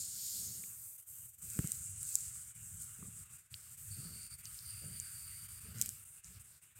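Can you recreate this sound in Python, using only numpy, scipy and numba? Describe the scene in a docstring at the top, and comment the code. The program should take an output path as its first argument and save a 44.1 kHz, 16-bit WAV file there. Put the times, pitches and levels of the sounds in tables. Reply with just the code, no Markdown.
"""Fur and cloth rustle brightly as a cat on a blanket bats at a string, close to a handheld camera.
Slipping fibres excite the resonance of the microphone port, and the hand's tremor rumbles in the case
over the faint air of a quiet room. Claws tick, paws thud on the mattress, and later the string hisses
as it is drawn over the cloth. Now and then the rustle, rumble and room noise dip for a moment."""
import sys
import numpy as np
from scipy import signal
from scipy.fft import rfft, irfft
from scipy.io import wavfile
from scipy.ndimage import uniform_filter1d
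from numba import njit

SR = 44100
rng = np.random.default_rng(int(sys.argv[2]) if len(sys.argv) > 2 else 0)


def pcm_store(signal):
    """Save signal as 16-bit PCM."""
    levels = np.round(np.clip(np.atleast_2d(signal), -1, 1) * 32767)
    wavfile.write(sys.argv[1], SR, levels.astype(np.int16).T)


N = 299439

# Cloth friction. Each row: time in seconds, then levels in dB of port band, top sheen and lower hiss.
RUSTLE_LEVELS = [(0.0, -46.5, -51, -53), (0.09, -50, -56, -57.5), (0.2, -48, -50.5, -52),
                 (0.36, -45, -47, -50), (0.55, -46.5, -52, -58.5), (0.72, -54, -55.5, -75),
                 (.84, -52.5, -52.5, -74), (.95, -56, -55, -81), (1.3, -55, -55, -80),
                 (1.52, -48.5, -54, -68), (1.72, -47, -53, -64), (1.93, -47.5, -65, -76),
                 (2.12, -43, -52, -60.5), (2.3, -47, -60, -67.5), (2.55, -54, -64, -79),
                 (2.76, -52.5, -58.5, -80), (2.785, -47.5, -63, -76), (2.82, -43.5, -53, -66),
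                 (2.845, -47.5, -60, -68), (2.865, -51, -62, -73), (2.95, -55, -62, -80),
                 (3.07, -52.5, -64, -78), (3.12, -55.5, -65, -80), (3.2, -53, -62, -74),
                 (3.3, -56, -62.5, -76), (3.62, -57.5, -63.5, -69.5), (3.82, -54, -57.5, -74.5),
                 (4.05, -55, -58, -66.5), (4.4, -56, -60, -75), (4.6, -56, -57.5, -64),
                 (4.85, -56, -58, -75), (5.15, -53.5, -56.5, -74), (5.5, -56.5, -57.5, -72),
                 (5.72, -58.5, -61, -72), (5.84, -49, -53.5, -57.5), (6.1, -59, -64, -84),
                 (6.27, -57, -68, -71), (6.32, -60, -63, -73), (6.35, -56.5, -65, -66),
                 (6.385, -60, -64, -71), (6.405, -54.5, -63, -74), (6.44, -59.5, -69, -82),
                 (6.55, -63, -70, -72.5), (6.635, -60, -68, -78), (6.7, -60, -68, -86),
                 (6.79, -61, -65, -78)]
# The brightest band of the rustle. Each row: time in seconds, centre in Hz.
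PORT_CENTRE = [(0, 8300), (.55, 8240), (1.0, 8700), (1.6, 7970), (2.0, 8100), (2.17, 7770), (2.4, 8240),
               (2.76, 8080), (3.0, 8230), (3.84, 8340), (4.4, 8230), (5.7, 8500), (5.82, 8100),
               (5.95, 8540), (6.2, 8760), (6.27, 7700), (6.35, 8450), (6.79, 8460)]
# Narrow ring of cloth dragged hard. Each row: time in seconds, centre in Hz, level in dB.
DRAG_RING = [(0, 7050, -46), (.08, 7040, -52), (.18, 7000, -52.5), (.3, 7060, -45.5), (.36, 6900, -55),
             (.47, 6800, -47.5), (.58, 6840, -57), (.7, 7000, -59), (.8, 7000, -100)]
# Tremor of the handled case. Each row: time in seconds, level in dB.
TREMOR_LEVELS = [(0.0, -62), (0.3, -70), (0.42, -58.5), (0.62, -63.5), (0.95, -73.5), (1.16, -71),
                 (1.23, -60), (1.29, -65), (1.42, -59), (1.54, -63), (1.62, -58), (1.75, -64.5),
                 (1.95, -57.5), (2.15, -62.5), (2.45, -61.5), (2.66, -61), (2.71, -56), (2.95, -65.5),
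                 (3.06, -55), (3.12, -65), (3.19, -53.5), (3.25, -58.5), (3.42, -62), (3.52, -59),
                 (3.62, -66.5), (3.9, -57.5), (4.3, -60), (5.0, -56.5), (5.12, -63.5), (5.25, -61),
                 (5.55, -58.5), (5.72, -57), (5.78, -53.5), (5.92, -66), (6.2, -68.5), (6.3, -59.5),
                 (6.38, -56), (6.44, -71), (6.5, -68), (6.79, -68)]
# Firm grips on the case. Each row: start in seconds, hold in seconds, level in dB.
FIRM_GRIPS = [(0.0, 0.23, -75), (0.344, 0.28, -66.5), (1.37, 0.16, -73), (1.556, 0.12, -61.5),
              (2.78, 0.037, -77), (2.994, 0.052, -65), (3.971, 0.15, -63), (4.821, 0.054, -60.5),
              (5.647, 0.18, -61.5), (6.3, 0.054, -73)]
# Murmur of room air. Each row: time in seconds, level in dB.
AIR_LEVELS = [(0.72, -72.5), (0.95, -77), (1.32, -75), (1.6, -64), (1.92, -71.5), (2.2, -67.5),
              (2.7, -72.5), (3.1, -69.5), (3.7, -70.5), (4.0, -67), (4.4, -68.5), (4.8, -66), (5.5, -66),
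              (5.77, -65.5), (5.82, -60.5), (5.9, -67), (6.12, -75), (6.3, -68), (6.5, -73.5),
              (6.79, -69.5)]
# Wavering bands in that murmur. Each row: centre in Hz, width in Hz, relative level in dB.
WAVERING_BANDS = [(1385, 460, -4.5), (2275, 540, -6), (2790, 480, -3.5)]
# Claw impacts. Each row: time in seconds, level in dB, ring in Hz, relative level of the edge in dB.
CLAW_TICKS = [(0.6382, -46, 2290, -17), (.639, -52, 3780, -16), (1.5019, -28.5, 8400, -6),
              (1.5075, -28, 9200, -4), (1.535, -29, 8900, -7), (1.5528, -33, 8470, -22),
              (1.5713, -30.5, 8030, -20), (1.5905, -46, 2980, -11), (1.5904, -23.5, 8500, -9),
              (1.6737, -21, 8800, -6), (1.7194, -15, 8530, -6), (2.0308, -21.5, 9300, -6),
              (2.0906, -28, 8400, -28), (2.1548, -11.5, 7630, -16), (2.1544, -13.5, 9700, -11),
              (2.1868, -30, 7300, -23), (2.2071, -28, 7760, -11), (3.5413, -33, 3150, -2),
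              (3.5428, -35.5, 4550, -31), (4.232, -42, 7000, -15), (4.2664, -35, 9300, -2),
              (4.4553, -28.5, 6200, -2), (4.545, -34, 8700, -17.5), (4.59, -38, 4950, -11),
              (5.0001, -22, 7800, -9), (5.105, -42, 9500, -8), (5.785, -36, 6860, -25),
              (5.8144, -10, 7900, 1), (5.821, -22, 8300, -1), (5.822, -25, 8100, -3.5),
              (5.8228, -18.5, 8300, -1), (5.856, -36, 8500, -6), (5.858, -47, 2550, -10),
              (5.8604, -23, 8700, 2.5), (5.8645, -36, 7500, -5), (5.8914, -21, 8600, -2),
              (6.2449, -39, 6200, -12), (6.2451, -43, 8550, -16), (6.352, -60, 4800, -19)]
# Brief dips in level. Each row: time of the lowest point in seconds, depth in dB, fall in seconds.
LEVEL_DIPS = [(.975, 10, 0.007), (1.02, 9, .008), (1.056, 16, 0.025), (1.281, 7, 0.012), (1.325, 14, 0.025),
              (1.372, 21, 0.023), (1.409, 11.5, 0.017), (2.539, 11, 0.018), (3.25, 7.5, 0.0089),
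              (3.287, 8, 0.024), (3.38, 8, 0.007), (3.442, 13, 0.041), (3.492, 23, 0.027),
              (3.766, 10.5, 0.013), (4.295, 10, 0.019), (4.373, 10.5, 0.017), (4.428, 9, 0.013),
              (5.479, 10.5, 0.0094), (5.602, 11.5, 0.0049), (5.737, 6, 0.011), (6.048, 15, 0.0036),
              (6.225, 20, 0.022), (6.393, 10, 0.0062), (6.437, 6.5, 0.013), (6.608, 18, 0.017),
              (6.701, 7, 0.051), (6.746, 16, 0.018)]
# Paw impacts. Each row: start in seconds, level in dB, ring in Hz, rise in seconds,
# relative level of the knock in dB, snap in Hz, rise of the snap in seconds.
PAW_THUDS = [(1.59, -21.5, 144, 0.002, -26, 1580, 0.0003), (1.6431, -30, 150, 0.0033, -30, 1370, .0005),
             (2.988, -50, 174, 0.0036, -37, 900, .0008), (3.026, -42.5, 166, 0.0021, -22, 1200, 0.0013),
             (3.051, -56, 159, 0.0046, -22, 1190, 0.0041), (3.08, -47, 172, 0.0038, -35, 900, 0.00091),
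             (3.985, -42, 136, 0.0067, -43, 900, .0008), (4.049, -51, 168.7, 0.017, -29, 900, .0008),
             (4.84, -47.5, 143, 0.008, -20, 546, 0.0011), (5.757, -42.5, 112.5, 0.011, -42, 900, .0008)]
# String drawn over cloth. Each row: time in seconds, then levels in dB of the low and the high band.
STRING_LEVELS = [(3.895, -100, -100), (3.912, -62, -52), (3.96, -61, -56), (3.975, -79, -63),
                 (3.99, -62, -55), (4.12, -59.5, -56), (4.25, -61, -52.5), (4.35, -61.5, -55),
                 (4.38, -75, -63), (4.44, -73, -56), (4.465, -59, -54.5), (4.5, -78, -54), (4.57, -79, -60),
                 (4.6, -67, -60), (4.7, -59, -51), (4.82, -64.5, -54.5), (4.88, -67.5, -54),
                 (4.95, -61.5, -53), (5.1, -60.5, -51), (5.22, -64, -55), (5.33, -62, -53.5),
                 (5.43, -65.5, -56), (5.55, -69, -57), (5.68, -66.5, -58.5), (5.78, -67, -71),
                 (5.83, -100, -100)]

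# Spectra of the noises. Each row: frequency in Hz, relative spectral density in dB.
SHEEN_SPECTRUM = [(5880, -16), (10000, -13), (11000, -12.5), (11900, -2), (12700, -4.5), (14100, -9),
                  (15100, -8), (15900, -13.5)]
TREMOR_SPECTRUM = [(12, -46), (22, -43), (33, -15.5), (57, -3.5), (107, 2.5), (161, -8.5), (234, -26),
                   (259, -52), (300, -28), (390, -79), (660, -120)]
GRIP_SPECTRUM = [(100, -35), (170, -0.5), (220, -5.5), (290, -21), (441, -16.5), (492, -22.5), (605, -24),
                 (800, -33), (1040, -66), (1760, -120)]
AIR_SPECTRUM = [(150, -18), (250, -8), (334, -21), (447, -29), (678, -16), (807, -32), (938, -25),
                (1180, -8), (1420, -1.5), (2210, -3), (2890, -8.5), (3650, -5.5), (4000, -9.5), (5200, -66),
                (8800, -120)]
HUSH_SPECTRUM = [(200, -20), (330, -0.5), (520, -4.5), (800, -4.5), (1100, -1), (1600, -38)]
HISS_SPECTRUM = [(2500, -40), (3500, -14), (5500, -13.5), (7000, -0.5), (8500, -14), (10500, -7.5),
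                 (13000, -5), (15700, -12.5), (16000, -43)]

RUSTLE_LOWPASS_HZ, CAMERA_TOP_HZ = 15950, 16990
TIME = np.arange(N) / SR


def undb(db):
    """Amplitude grows tenfold for every 20 dB."""
    return 10 ** (np.asarray(db) / 20)


def unit(x):
    """Normalisation to an rms of 1."""
    return x / np.sqrt(np.mean(x ** 2))


def curves(table):
    """Linear interpolation in time gives one curve for each column after the first."""
    times, *columns = np.transpose(table)
    return [np.interp(TIME, times, column) for column in columns]


def butter(x, order, hz, kind):
    """A Butterworth filter has a maximally flat passband."""
    return signal.sosfilt(signal.butter(order, hz, kind, fs=SR, output="sos"), x)


def cut_top(x, hz, order=10, ripple_db=.2, stop_db=60):
    """An elliptic low-pass trades ripple for a steep edge."""
    return signal.sosfilt(signal.ellip(order, ripple_db, stop_db, hz, fs=SR, output="sos"), x)


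@njit
def resonator(x, hz, width_hz):
    """Two integrators in a loop form a band-pass with gain 1 at its moving centre."""
    y, band_state, low_state = np.empty(len(x)), 0., 0.
    for i in range(len(x)):
        gain, damping = np.tan(np.pi * hz[i] / SR), width_hz / hz[i]
        swing = (band_state + gain * (x[i] - low_state)) / (1 + gain * (gain + damping))
        band_state = 2 * swing - band_state
        low_state += 2 * gain * swing
        y[i] = damping * swing
    return y


def band(x, hz, width_hz):
    """Two resonators in cascade steepen the skirts of a band; rms 1."""
    hz, width_hz = hz * np.ones(N), float(width_hz)
    return unit(resonator(resonator(x, hz, width_hz), hz, width_hz))


def coloured(x, spectrum):
    """Weighting each frequency imposes a spectrum on x; rms 1."""
    hz, db = np.transpose(spectrum)
    bin_hz = np.arange(N // 2 + 1) * SR / N + 1
    gain = undb(np.interp(np.log(bin_hz), np.log(hz), db, -60, -60))
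    return unit(irfft(rfft(x) * gain, N))


def wander(per_s):
    """Random steps, smoothed twice, make a slow modulation."""
    hold = int(SR / per_s)
    steps = np.repeat(rng.standard_normal(N // hold + 1), hold)
    return uniform_filter1d(uniform_filter1d(steps, hold), hold)[:N]


def friction(per_s, scatter_db, bed):
    """Stick-slip friction: random impulses of uneven size over an even bed of noise."""
    size = undb(scatter_db * np.minimum(rng.exponential(size=N), 5.))
    slips = (rng.random(N) < per_s / SR) * rng.standard_normal(N) * size
    return unit(slips) + bed * rng.standard_normal(N)


def burst(hz, rise_s, length=500):
    """A damped oscillation whose envelope grows to 1 at rise_s and then decays."""
    t = np.arange(length) / SR
    return np.sin(2 * np.pi * hz * t) * t / rise_s * np.exp(1 - t / rise_s)


def add(out, start_s, sound):
    """Superposition: a sound adds to what is already there."""
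    i = int(start_s * SR)
    out[i:i + len(sound)] += sound[:N - i]


def cloth_rustle():
    """Forced resonance: fibre slips drive the microphone port, with a sheen above and a hiss below."""
    port_db, sheen_db, hiss_db = curves(RUSTLE_LEVELS)
    drag_hz, drag_db = curves(DRAG_RING)
    flutter = undb(0.69 * wander(30))
    slips, fine, hard = (friction(per_s=4000, scatter_db=1.3, bed=1.2) * flutter for _ in range(3))
    port = band(slips, curves(PORT_CENTRE)[0], width_hz=3400)
    port = unit(butter(port, 4, 6300, "high"))  # the port passes little below its resonance
    hiss = undb(hiss_db) * band(rng.standard_normal(N), 5000, width_hz=2500) * flutter
    sheen = undb(sheen_db) * coloured(fine, SHEEN_SPECTRUM)
    drag = undb(drag_db) * band(hard, drag_hz, width_hz=1100)
    return cut_top(undb(port_db + 1.66 * wander(45)) * port + sheen + hiss + drag, RUSTLE_LOWPASS_HZ)


def fibre_crackle(per_s=77, scatter_db=3.5, above_rustle_db=4):
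    """Shot noise: fibres snap at independent moments, with a strength that follows the rustle."""
    snaps = (rng.random(N) < per_s / SR) * undb(scatter_db * np.minimum(rng.exponential(size=N), 3.))
    snaps *= undb(curves(RUSTLE_LEVELS)[0] + above_rustle_db)
    crackle = np.convolve(snaps, burst(10500, rise_s=.00006))[:N]
    return cut_top(butter(crackle, 4, 6000, "high"), RUSTLE_LOWPASS_HZ)


def case_rumble(attack_s=0.0042, release_s=0.066, loose_grip_db=-22):
    """Structure-borne sound: the hand's tremor shakes the case; firm grips add a higher, lumpy rumble."""
    tremor_gain = undb(curves(TREMOR_LEVELS)[0])
    tremor = coloured(rng.standard_normal(N), TREMOR_SPECTRUM) * undb(2.55 * wander(22))
    grip = coloured(friction(per_s=150, scatter_db=1.0, bed=1.5), GRIP_SPECTRUM)
    grip_gain = tremor_gain * undb(loose_grip_db)
    for start, hold, db in FIRM_GRIPS:
        before, after = np.maximum(start - TIME, 0), np.maximum(TIME - start - hold, 0)
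        grip_gain += undb(db) * np.exp(-before / attack_s - after / release_s)
    return tremor_gain * tremor + grip_gain * grip


def room_air():
    """Modulated noise: a faint midrange murmur carries bands that drift in pitch and level."""
    flicker_db = 1.2 * wander(40)
    air = coloured(rng.standard_normal(N), AIR_SPECTRUM)
    for hz, width_hz, db in WAVERING_BANDS:
        gain = undb(db + 4.0 * wander(20))
        air += gain * band(rng.standard_normal(N), hz * (1 + .06 * wander(11)), width_hz)
    return undb(curves(AIR_LEVELS)[0] + flicker_db) * unit(air)


def hush(level_db=-84.5):
    """Stationary noise lays a faint floor in the low mids."""
    return undb(level_db) * coloured(rng.standard_normal(N), HUSH_SPECTRUM)


def microphone_hiss(level_db=-79.5):
    """Self-noise: the microphone adds a steady hiss of its own."""
    return undb(level_db) * coloured(rng.standard_normal(N), HISS_SPECTRUM)


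def claw_ticks(tail_db=-14.5, tail_s=0.0023):
    """Impact excitation: a claw tip gives a short ring, a sharp edge, a scratchy tail and a dull body."""
    out, t = np.zeros(N), np.arange(500) / SR
    for time, db, hz, edge_db in CLAW_TICKS:
        rise_s = (0.6 - 0.0525 * edge_db) / hz  # a sharper edge rises in fewer cycles
        edge = undb(edge_db) * burst(12100, rise_s=.00004)
        scratch = butter(rng.standard_normal(len(t)), 1, [.7 * hz, 1.3 * hz], "band")
        tail = undb(tail_db) * scratch * np.exp(-t / tail_s)
        # The tip is too small to radiate lows.
        tip = butter(burst(hz, rise_s) + edge + tail, 6, 0.64 * hz, "high")
        body = undb(-42) * burst(3880, rise_s=0.002) + undb(edge_db - 22.5) * burst(3360, rise_s=0.00015)
        add(out, time - rise_s, undb(db) * (tip + body))
    return cut_top(out, 16300, order=6, ripple_db=.3, stop_db=22)


def level_dips(return_share=0.56):
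    """Amplitude modulation, in dB: each dip is a lopsided Gaussian that returns faster than it falls."""
    dip_db = np.zeros(N)
    for time, depth_db, fall_s in LEVEL_DIPS:
        width_s = np.where(TIME < time, fall_s, return_share * fall_s)
        dip_db -= depth_db * np.exp(-((TIME - time) / width_s) ** 2)
    return dip_db


def paw_thuds(length=4000):
    """Damped vibration: a soft paw pushes the mattress into low swings, an overtone and a short knock."""
    out = np.zeros(N)
    for start, db, hz, rise_s, knock_db, snap_hz, snap_rise_s in PAW_THUDS:
        swings = burst(hz, rise_s, length) + undb(-19) * burst(1.8 * hz, 0.0046, length)
        knock = burst(395, 0.0051, length) + undb(13) * burst(snap_hz, snap_rise_s, length)
        add(out, start, -undb(db) * (swings + undb(knock_db) * knock))
    return out


def drawn_string():
    """Friction noise: string on cloth gives a narrow hiss and a broader one near twice its pitch."""
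    hz = 4662 + np.interp(TIME, [5.46, 6.1], [0, 260])  # the last pull climbs in pitch
    hz *= 1 + 0.016 * wander(7.6)
    low_noise, high_noise = rng.standard_normal((2, N)) * undb(1.5 * wander(33))
    low_db, high_db = curves(STRING_LEVELS)
    low = undb(low_db) * band(low_noise, hz, width_hz=480)
    high = undb(high_db) * band(high_noise, 1.935 * hz, width_hz=830)
    return low + high


def scene():
    """The sources superpose in one channel; the dips spare the microphone hiss and the impacts."""
    dip_db = level_dips()
    rubbing = cloth_rustle() + drawn_string() + fibre_crackle()
    rubbing *= undb(0.5 * wander(22))  # small quick surges
    contact = (rubbing + case_rumble()) * undb(dip_db)
    ambience = (room_air() + hush()) * undb(0.57 * dip_db)  # the room dips less deeply
    return (contact + ambience + microphone_hiss() + claw_ticks() + paw_thuds())[None]


def record(dry):
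    """Band limiting: the camera drops the deepest bass and cuts the top."""
    return cut_top(butter(dry, 4, 50, "high"), CAMERA_TOP_HZ, stop_db=70)


dry = scene()
out = record(dry)
pcm_store(out)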